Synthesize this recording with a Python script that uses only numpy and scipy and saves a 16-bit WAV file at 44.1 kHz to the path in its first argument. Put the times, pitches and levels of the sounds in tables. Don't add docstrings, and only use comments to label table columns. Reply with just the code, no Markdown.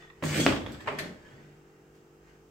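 import sys
import numpy as np
from scipy import signal
from scipy.fft import rfft, irfft, next_fast_len
from scipy.io import wavfile
from scipy.ndimage import map_coordinates

SR = 44100
rng = np.random.default_rng(int(sys.argv[2]) if len(sys.argv) > 2 else 0)


def generate_wav(sig):
    pcm = np.round(np.clip(np.atleast_2d(sig).T, -1, 1) * 32767).astype(np.int16)
    wavfile.write(sys.argv[1], SR, pcm)


N = 110250
TIME = np.arange(N) / SR


def amp(db):
    return 10 ** (np.asarray(db) / 20)


def unit(x):
    return x / np.sqrt(np.mean(x ** 2) + 1e-20)


def along(points, hz):
    f, values = np.transpose(points)
    return np.interp(np.log(hz + 1), np.log(f + 1), values)


def curves(rows):
    times, *columns = np.transpose(rows)
    return [np.interp(TIME, times, column) for column in columns]


def gate(rows, release_s):
    return (TIME >= rows[0][0]) * amp(-60 * np.maximum(TIME - rows[-1][0], 0) / release_s)


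def wobble(rate):
    return map_coordinates(rng.standard_normal(int(N * rate / SR) + 4), [np.arange(N) * rate / SR])


def grains(per_s, scatter_db):
    ticks = (rng.random(N) < per_s / SR) * rng.choice([-1, 1], N)
    return unit(ticks * amp(scatter_db * np.clip(rng.standard_normal(N), -2, 2)))


def colour(x, eq):
    size = 2 * next_fast_len(N)
    cepstrum = irfft(np.log(amp(along(eq, np.fft.rfftfreq(size, 1 / SR)))), size)
    cepstrum[1:size // 2] *= 2
    cepstrum[size // 2 + 1:] = 0
    return irfft(rfft(x, size) * np.exp(rfft(cepstrum)), size)[..., :x.shape[-1]]


def spread(pair):
    # f/Hz, side over mid/dB
    width = [(60, -19), (150, -12.5), (300, -7.5), (600, -5), (1200, -1), (4000, 0), (12000, 1.5)]
    side = colour(pair[1], width)
    return np.array([pair[0] + side, pair[0] - side]) / np.sqrt(2)


def kitchen(x, early_db, early_s, room_db):
    # f/Hz, t60/s
    room_t60 = [(100, 0.66), (250, 0.72), (600, .52), (1500, 0.31), (4000, 0.38), (12000, 0.25)]
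    size = SR * 3 // 4
    t = TIME[:size]
    hz, frame_s, spectra = signal.stft(rng.standard_normal((2, size)), SR, nperseg=256)
    decay = amp(-60 * frame_s / along(room_t60, hz)[:, None])
    tail = signal.istft(spectra * decay, SR, nperseg=256)[1][:, :size]
    tail *= 1 - np.exp(-t / .006)
    near = rng.standard_normal((2, size)) * amp(-60 * t / early_s)
    response = spread(amp(room_db) * tail / np.linalg.norm(tail[0])
                      + amp(early_db) * near / np.linalg.norm(near[0]))
    response[:, 0] += 1
    response /= np.sqrt(np.sum(response ** 2) / 2)
    return signal.fftconvolve(x[None], response, axes=1)[:, :N]


def shifting_reflections(x, start_s, end_s, count, **room):
    blend = np.interp(TIME, [start_s, end_s], [0, count - 1])
    return sum(kitchen(x * np.sqrt(np.maximum(1 - abs(blend - k), 0)), **room) for k in range(count))


def blows(hits, eq, gain_db, **room):
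    pushes = np.zeros((2, N))
    for start_s, db in hits:
        push = np.zeros(N)
        push[int(start_s * SR)] = amp(db + gain_db)
        pushes += kitchen(push, **room)
    dispersion = .6
    return colour(signal.lfilter([-dispersion, 1], [1, -dispersion], pushes), eq)


def ring(modes, start_s, rough_rad):
    t = np.maximum(TIME - start_s, 0)
    pair = np.zeros((2, N))
    for voice in pair:
        for hz, db, t60 in modes:
            detuned_hz = hz * (1 + rng.normal(0, .0018))
            phase = 2 * np.pi * detuned_hz * t + rough_rad * wobble(50)
            voice += amp(db - 60 * t / t60) * np.sin(phase)
    return spread(pair) * (1 - np.exp(-t / .0089))


def frame_note(rows, rough_rad, flutter_db):
    hz, db = curves(rows)
    envelope = gate(rows, release_s=.9) * amp(db + flutter_db * wobble(35))
    phase = 2 * np.pi * np.cumsum(hz) / SR + rough_rad * wobble(45)
    return np.sqrt(2) * envelope * np.sin(phase)


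def room_tone():
    # f/Hz, level/dB
    partials = [(53.8, -74.5), (150.7, -65), (296.1, -70.5), (344.5, -65.5), (393.0, -67.5), (441.4, -66.5),
                (489.9, -73), (2751, -86), (5109, -91), (5502, -98.5), (6191, -89.5), (7418, -90.5)]
    # f/Hz, level/dB
    air_eq = [(20, -38), (38, -21.5), (55, 1), (80, -11.5), (115, -6.5), (150, -9), (200, -4), (260, -11),
              (340, -13.5), (450, -7.5), (540, -17), (780, -14), (1030, -21.5), (1350, -17), (1730, -33),
              (2800, -30), (3800, -38.5), (6000, -33.5), (8000, -34), (9200, -43), (15800, -37)]
    hum = np.zeros(N)
    for hz, db in partials:
        level = np.sqrt(2) * amp(db + wobble(4.3))
        phase = 2 * np.pi * (hz * TIME + rng.random()) + .2 * wobble(9.5)
        hum += level * np.sin(phase)
    air = unit(spread(colour(rng.standard_normal((2, N)), air_eq)))
    return amp(.5) * hum + amp(-62) * air


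def rod_scrape():
    # t/s, level/dB
    slide = [(0, -51.5), (.12, -68), (.19, -62), (.5, -45), (.58, -54), (.7, -51.5), (.78, -58),
             (.83, -52.5), (1.06, -46), (1.14, -59), (1.22, -59.5), (1.28, -57), (1.38, -59.5),
             (1.62, -66.5), (2.18, -71.5), (2.29, -61), (2.5, -77.5)]
    # f/Hz, level/dB
    eq = [(500, -0.5), (750, 0), (1400, -4.5), (1600, 1), (1800, -1), (2100, -4), (2600, -6.5), (3300, -13),
          (4200, -17), (8000, -19), (12000, -51)]
    db, = curves(slide)
    slips = unit(colour(grains(per_s=6000, scatter_db=3), eq))
    return kitchen(amp(db + 1) * slips, early_db=12, early_s=.073, room_db=8)


def rod_song():
    # t/s, f/Hz, level/dB
    glide = [(0, 1920, -57), (.1, 1850, -60), (.19, 1983, -87), (.75, 1768, -95), (.81, 1740, -51),
             (.86, 1803, -78), (1.0, 1804, -46), (1.12, 1850, -62), (1.2, 1710, -77), (1.275, 1709, -59.5),
             (1.37, 1860, -67.5), (1.5, 1996, -70.5), (1.65, 2000, -91)]
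    overtone_ratio, overtone_db = 1.85, -8
    hz, db = curves(glide)
    phase = 2 * np.pi * np.cumsum(hz) / SR
    rubbed = lambda p: wobble(90) * np.cos(p) + wobble(90) * np.sin(p)
    pair = [rubbed(phase) + amp(overtone_db) * rubbed(overtone_ratio * phase) for _ in range(2)]
    return amp(db) * unit(spread(pair))


def rod_clinks():
    # t/s, level/dB
    hits = [(.0238, -27), (.1007, -25.5), (.8061, -20.5)]
    # f/Hz, level/dB
    eq = [(500, -28.5), (1150, -2), (1600, -17.5), (1900, 7.5), (2150, -15.5), (2600, -2.5), (3000, -26.5),
          (3600, -10), (4300, -23), (8000, -38), (15000, -45.5)]
    return blows(hits, eq, gain_db=16.5, early_db=11, early_s=.03, room_db=7.5)


def frame_rumble():
    # t/s, boom level/dB, body level/dB
    shudder = [(.222, -52, -44), (.24, -37, -28.5), (.29, -39, -40.5), (.35, -38.5, -35),
               (.402, -39, -24.5), (.445, -43.5, -31.5), (.475, -40, -29), (.51, -35.5, -31.5),
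               (.56, -50, -40.5), (.63, -51, -43), (.69, -45.5, -41.5), (.82, -56.5, -52.5),
               (.9, -54.5, -44), (1.02, -53, -42.5), (1.12, -59, -48.5), (1.23, -65, -58.5),
               (1.31, -61.5, -54.5), (1.6, -71, -66.5)]
    # f/Hz, level/dB
    boom_eq = [(25, -40), (42, -21), (55, -5), (95, 13.5), (130, 7.5), (200, -41)]
    # f/Hz, level/dB
    body_eq = [(110, -52), (190, -1.5), (250, 0.5), (320, -0.5), (400, -9.5), (580, -9), (760, -22),
               (1400, -47.5)]
    boom_db, body_db = curves(shudder)
    shake = lambda eq: unit(spread(colour(np.array([grains(900, 4.5), grains(900, 3)]), eq)))
    boom = amp(boom_db - 2.5) * shake(boom_eq)
    body = amp(body_db - 1) * shake(body_eq)
    return (boom + body) * gate(shudder, release_s=.63)


def knocks():
    # t/s, level/dB
    hits = [(.2250, -16), (.2370, -12.5), (.8617, -24), (.873, -13), (.8765, -13.5), (.8795, -9.5),
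            (.886, -10.5)]
    # f/Hz, level/dB
    eq = [(150, -26), (300, -9.5), (410, 9.5), (480, -6), (590, 10), (720, -0.5), (1000, 5), (1330, 2.5),
          (1500, -3.5), (1850, 0), (2400, -1.5), (2900, -7.5), (3500, -16.5), (4800, -22), (6200, -31),
          (8200, -28), (9500, -51), (15000, -47)]
    return blows(hits, eq, gain_db=17, early_db=10, early_s=.033, room_db=7.5)


def potato_crunch():
    # t/s, tear level/dB, fizz level/dB
    cut = [(0.225, -53, -63.5), (0.234, -35, -44), (.256, -41.5, -43), (.3, -37.5, -43),
           (.335, -31.5, -44.5), (.365, -30, -38), (0.395, -32, -36.5), (0.406, -26.5, -30.5),
           (0.427, -35, -43.5), (.458, -43.5, -38.5)]
    # f/Hz, level/dB
    tear_eq = [(300, -2.5), (550, -9), (850, -8.5), (1250, -1.5), (1750, 2), (2500, -1), (3400, -2),
               (4600, -14.5), (6000, -22.5), (8000, -35.5), (10500, -41)]
    # f/Hz, level/dB
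    fizz_eq = [(2600, -31.5), (4500, -1.5), (6000, -6), (7000, -0.5), (8400, -4.5), (9300, -14.5),
               (11000, -15.5), (14600, -15), (15800, -20)]
    tear_db, fizz_db = curves(cut)
    tear = amp(tear_db - 1.5) * unit(colour(grains(per_s=1500, scatter_db=4), tear_eq))
    fizz = amp(fizz_db + 1.5) * unit(colour(grains(per_s=4000, scatter_db=5), fizz_eq))
    crunch = (tear + fizz) * gate(cut, release_s=.31)
    return shifting_reflections(crunch, cut[0][0], cut[-1][0], count=6,
                                early_db=8.5, early_s=.03, room_db=7)


def frame_groan():
    # t/s, f/Hz, level/dB
    glide = [(.228, 150.1, -40), (.262, 157, -35), (.31, 146.8, -32), (.36, 152.4, -38), (.42, 155.5, -33),
             (.48, 143.4, -39), (.56, 139.6, -47)]
    return frame_note(glide, rough_rad=.2, flutter_db=2)


def blade_ring():
    # f/Hz, level/dB, t60/s
    modes = [(2550, -44, .5), (3310, -31.5, .5), (3530, -42.5, 0.44), (6550, -35, 0.37), (8230, -39.5, .3)]
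    return ring(modes, start_s=.402, rough_rad=.15)


def pusher_slam():
    # t/s, level/dB
    hits = [(0.4643, 0), (0.4686, -16.5), (0.4811, -16.5), (.504, -17)]
    # f/Hz, level/dB
    eq = [(40, -26), (80, 12), (160, 1.5), (290, 15), (420, 4), (600, 8), (850, 0.5), (1500, 1), (2700, 0),
          (4000, -10.5), (5500, -12), (8000, -56), (15000, -51.5)]
    # f/Hz, level/dB, t60/s
    modes = [(60.7, -35, 1), (88, -37, .35), (242, -28.5, 0.12), (283, -26.5, 0.14), (317.5, -20, 0.11),
             (407.5, -20, .25), (550, -28.5, 0.47)]
    attack = blows(hits, eq, gain_db=17.5, early_db=-6, early_s=.046, room_db=-1.5)
    return attack + ring(modes, start_s=hits[0][0], rough_rad=.54)


def light_taps():
    # t/s, level/dB
    hits = [(.524, -10.5), (.562, -12), (.615, -22), (.6629, -16), (.696, -27), (.745, -23.5)]
    # f/Hz, level/dB
    eq = [(150, -28), (500, 1), (1200, 6), (2000, 2), (2900, -2), (3550, 1), (4200, -12.5), (5000, -14.5),
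          (8000, -24.5), (10000, -32.5), (15000, -38.5)]
    return blows(hits, eq, gain_db=11, early_db=9, early_s=.064, room_db=6.5)


def chip_drops():
    # t/s, level/dB
    hits = [(.615, -46), (.7208, -27.5), (.8061, -32.5)]
    # f/Hz, level/dB
    eq = [(1000, -17), (1750, 1), (2300, -5), (4700, 2.5), (7000, -10), (7750, 7), (8600, -19),
          (11500, -8.5), (15000, -15)]
    return blows(hits, eq, gain_db=11.5, early_db=6, early_s=.06, room_db=10)


def return_groan():
    # t/s, f/Hz, level/dB
    glide = [(.76, 88, -52), (.81, 103.6, -56), (.9, 132.8, -54.5), (1.02, 158.7, -45),
             (1.11, 182.4, -49.5), (1.19, 186.5, -70), (1.28, 160.5, -71), (1.33, 133.9, -55),
             (1.42, 144.7, -58), (1.55, 149.2, -60.5)]
    return frame_note(glide, rough_rad=.65, flutter_db=1)


def steel_click():
    # t/s, level/dB
    hits = [(0.9869, -15.5), (0.9903, -16)]
    # f/Hz, level/dB
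    eq = [(240, -32), (400, 4), (474, -11.5), (644, 4.5), (850, -27), (1090, -2), (1290, -8.5), (1830, 3.5),
          (2780, -8.5), (4550, -8), (5060, -13), (14200, -21.5), (15800, -37.5)]
    # f/Hz, level/dB, t60/s
    modes = [(607, -48, 0.78), (1020, -57, 0.23), (1767, -44.5, 0.51), (2040, -41, .25), (2390, -33, 0.1),
             (2560, -46, 0.14), (3260, -60, 0.19), (4102, -59, .3), (4340, -43.5, 0.27), (5814, -60, 0.14)]
    attack = blows(hits, eq, gain_db=21, early_db=17.5, early_s=.084, room_db=14.5)
    return attack + ring(modes, start_s=hits[0][0], rough_rad=.86)


def hand_rustle():
    # t/s, level/dB
    picking = [(1.9, -100), (1.95, -67), (1.98, -70.5), (2.02, -85.5), (2.09, -78), (2.16, -89),
               (2.28, -76.5), (2.36, -87), (2.5, -73.5)]
    # f/Hz, level/dB
    eq = [(700, -2.5), (1500, -3.5), (2500, 0.5), (4500, -2), (8000, -6.5), (10000, -16), (14500, -13)]
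    db, = curves(picking)
    rustle = unit(colour(grains(per_s=2500, scatter_db=3), eq))
    return kitchen(amp(db) * rustle, early_db=8, early_s=.038, room_db=4.5)


def scene():
    cutting = potato_crunch() + frame_groan() + blade_ring()
    movement = frame_rumble() + rod_scrape() + return_groan() + rod_song()
    impacts = pusher_slam() + knocks() + steel_click() + rod_clinks() + light_taps() + chip_drops()
    return cutting + movement + impacts + hand_rustle() + room_tone()


def record(dry):
    top_hz = 15850
    size = next_fast_len(N + SR // 2)
    passband = np.fft.rfftfreq(size, 1 / SR) < top_hz
    return irfft(rfft(dry, size) * passband, size)[:, :N]


dry = scene()
out = record(dry)
generate_wav(out)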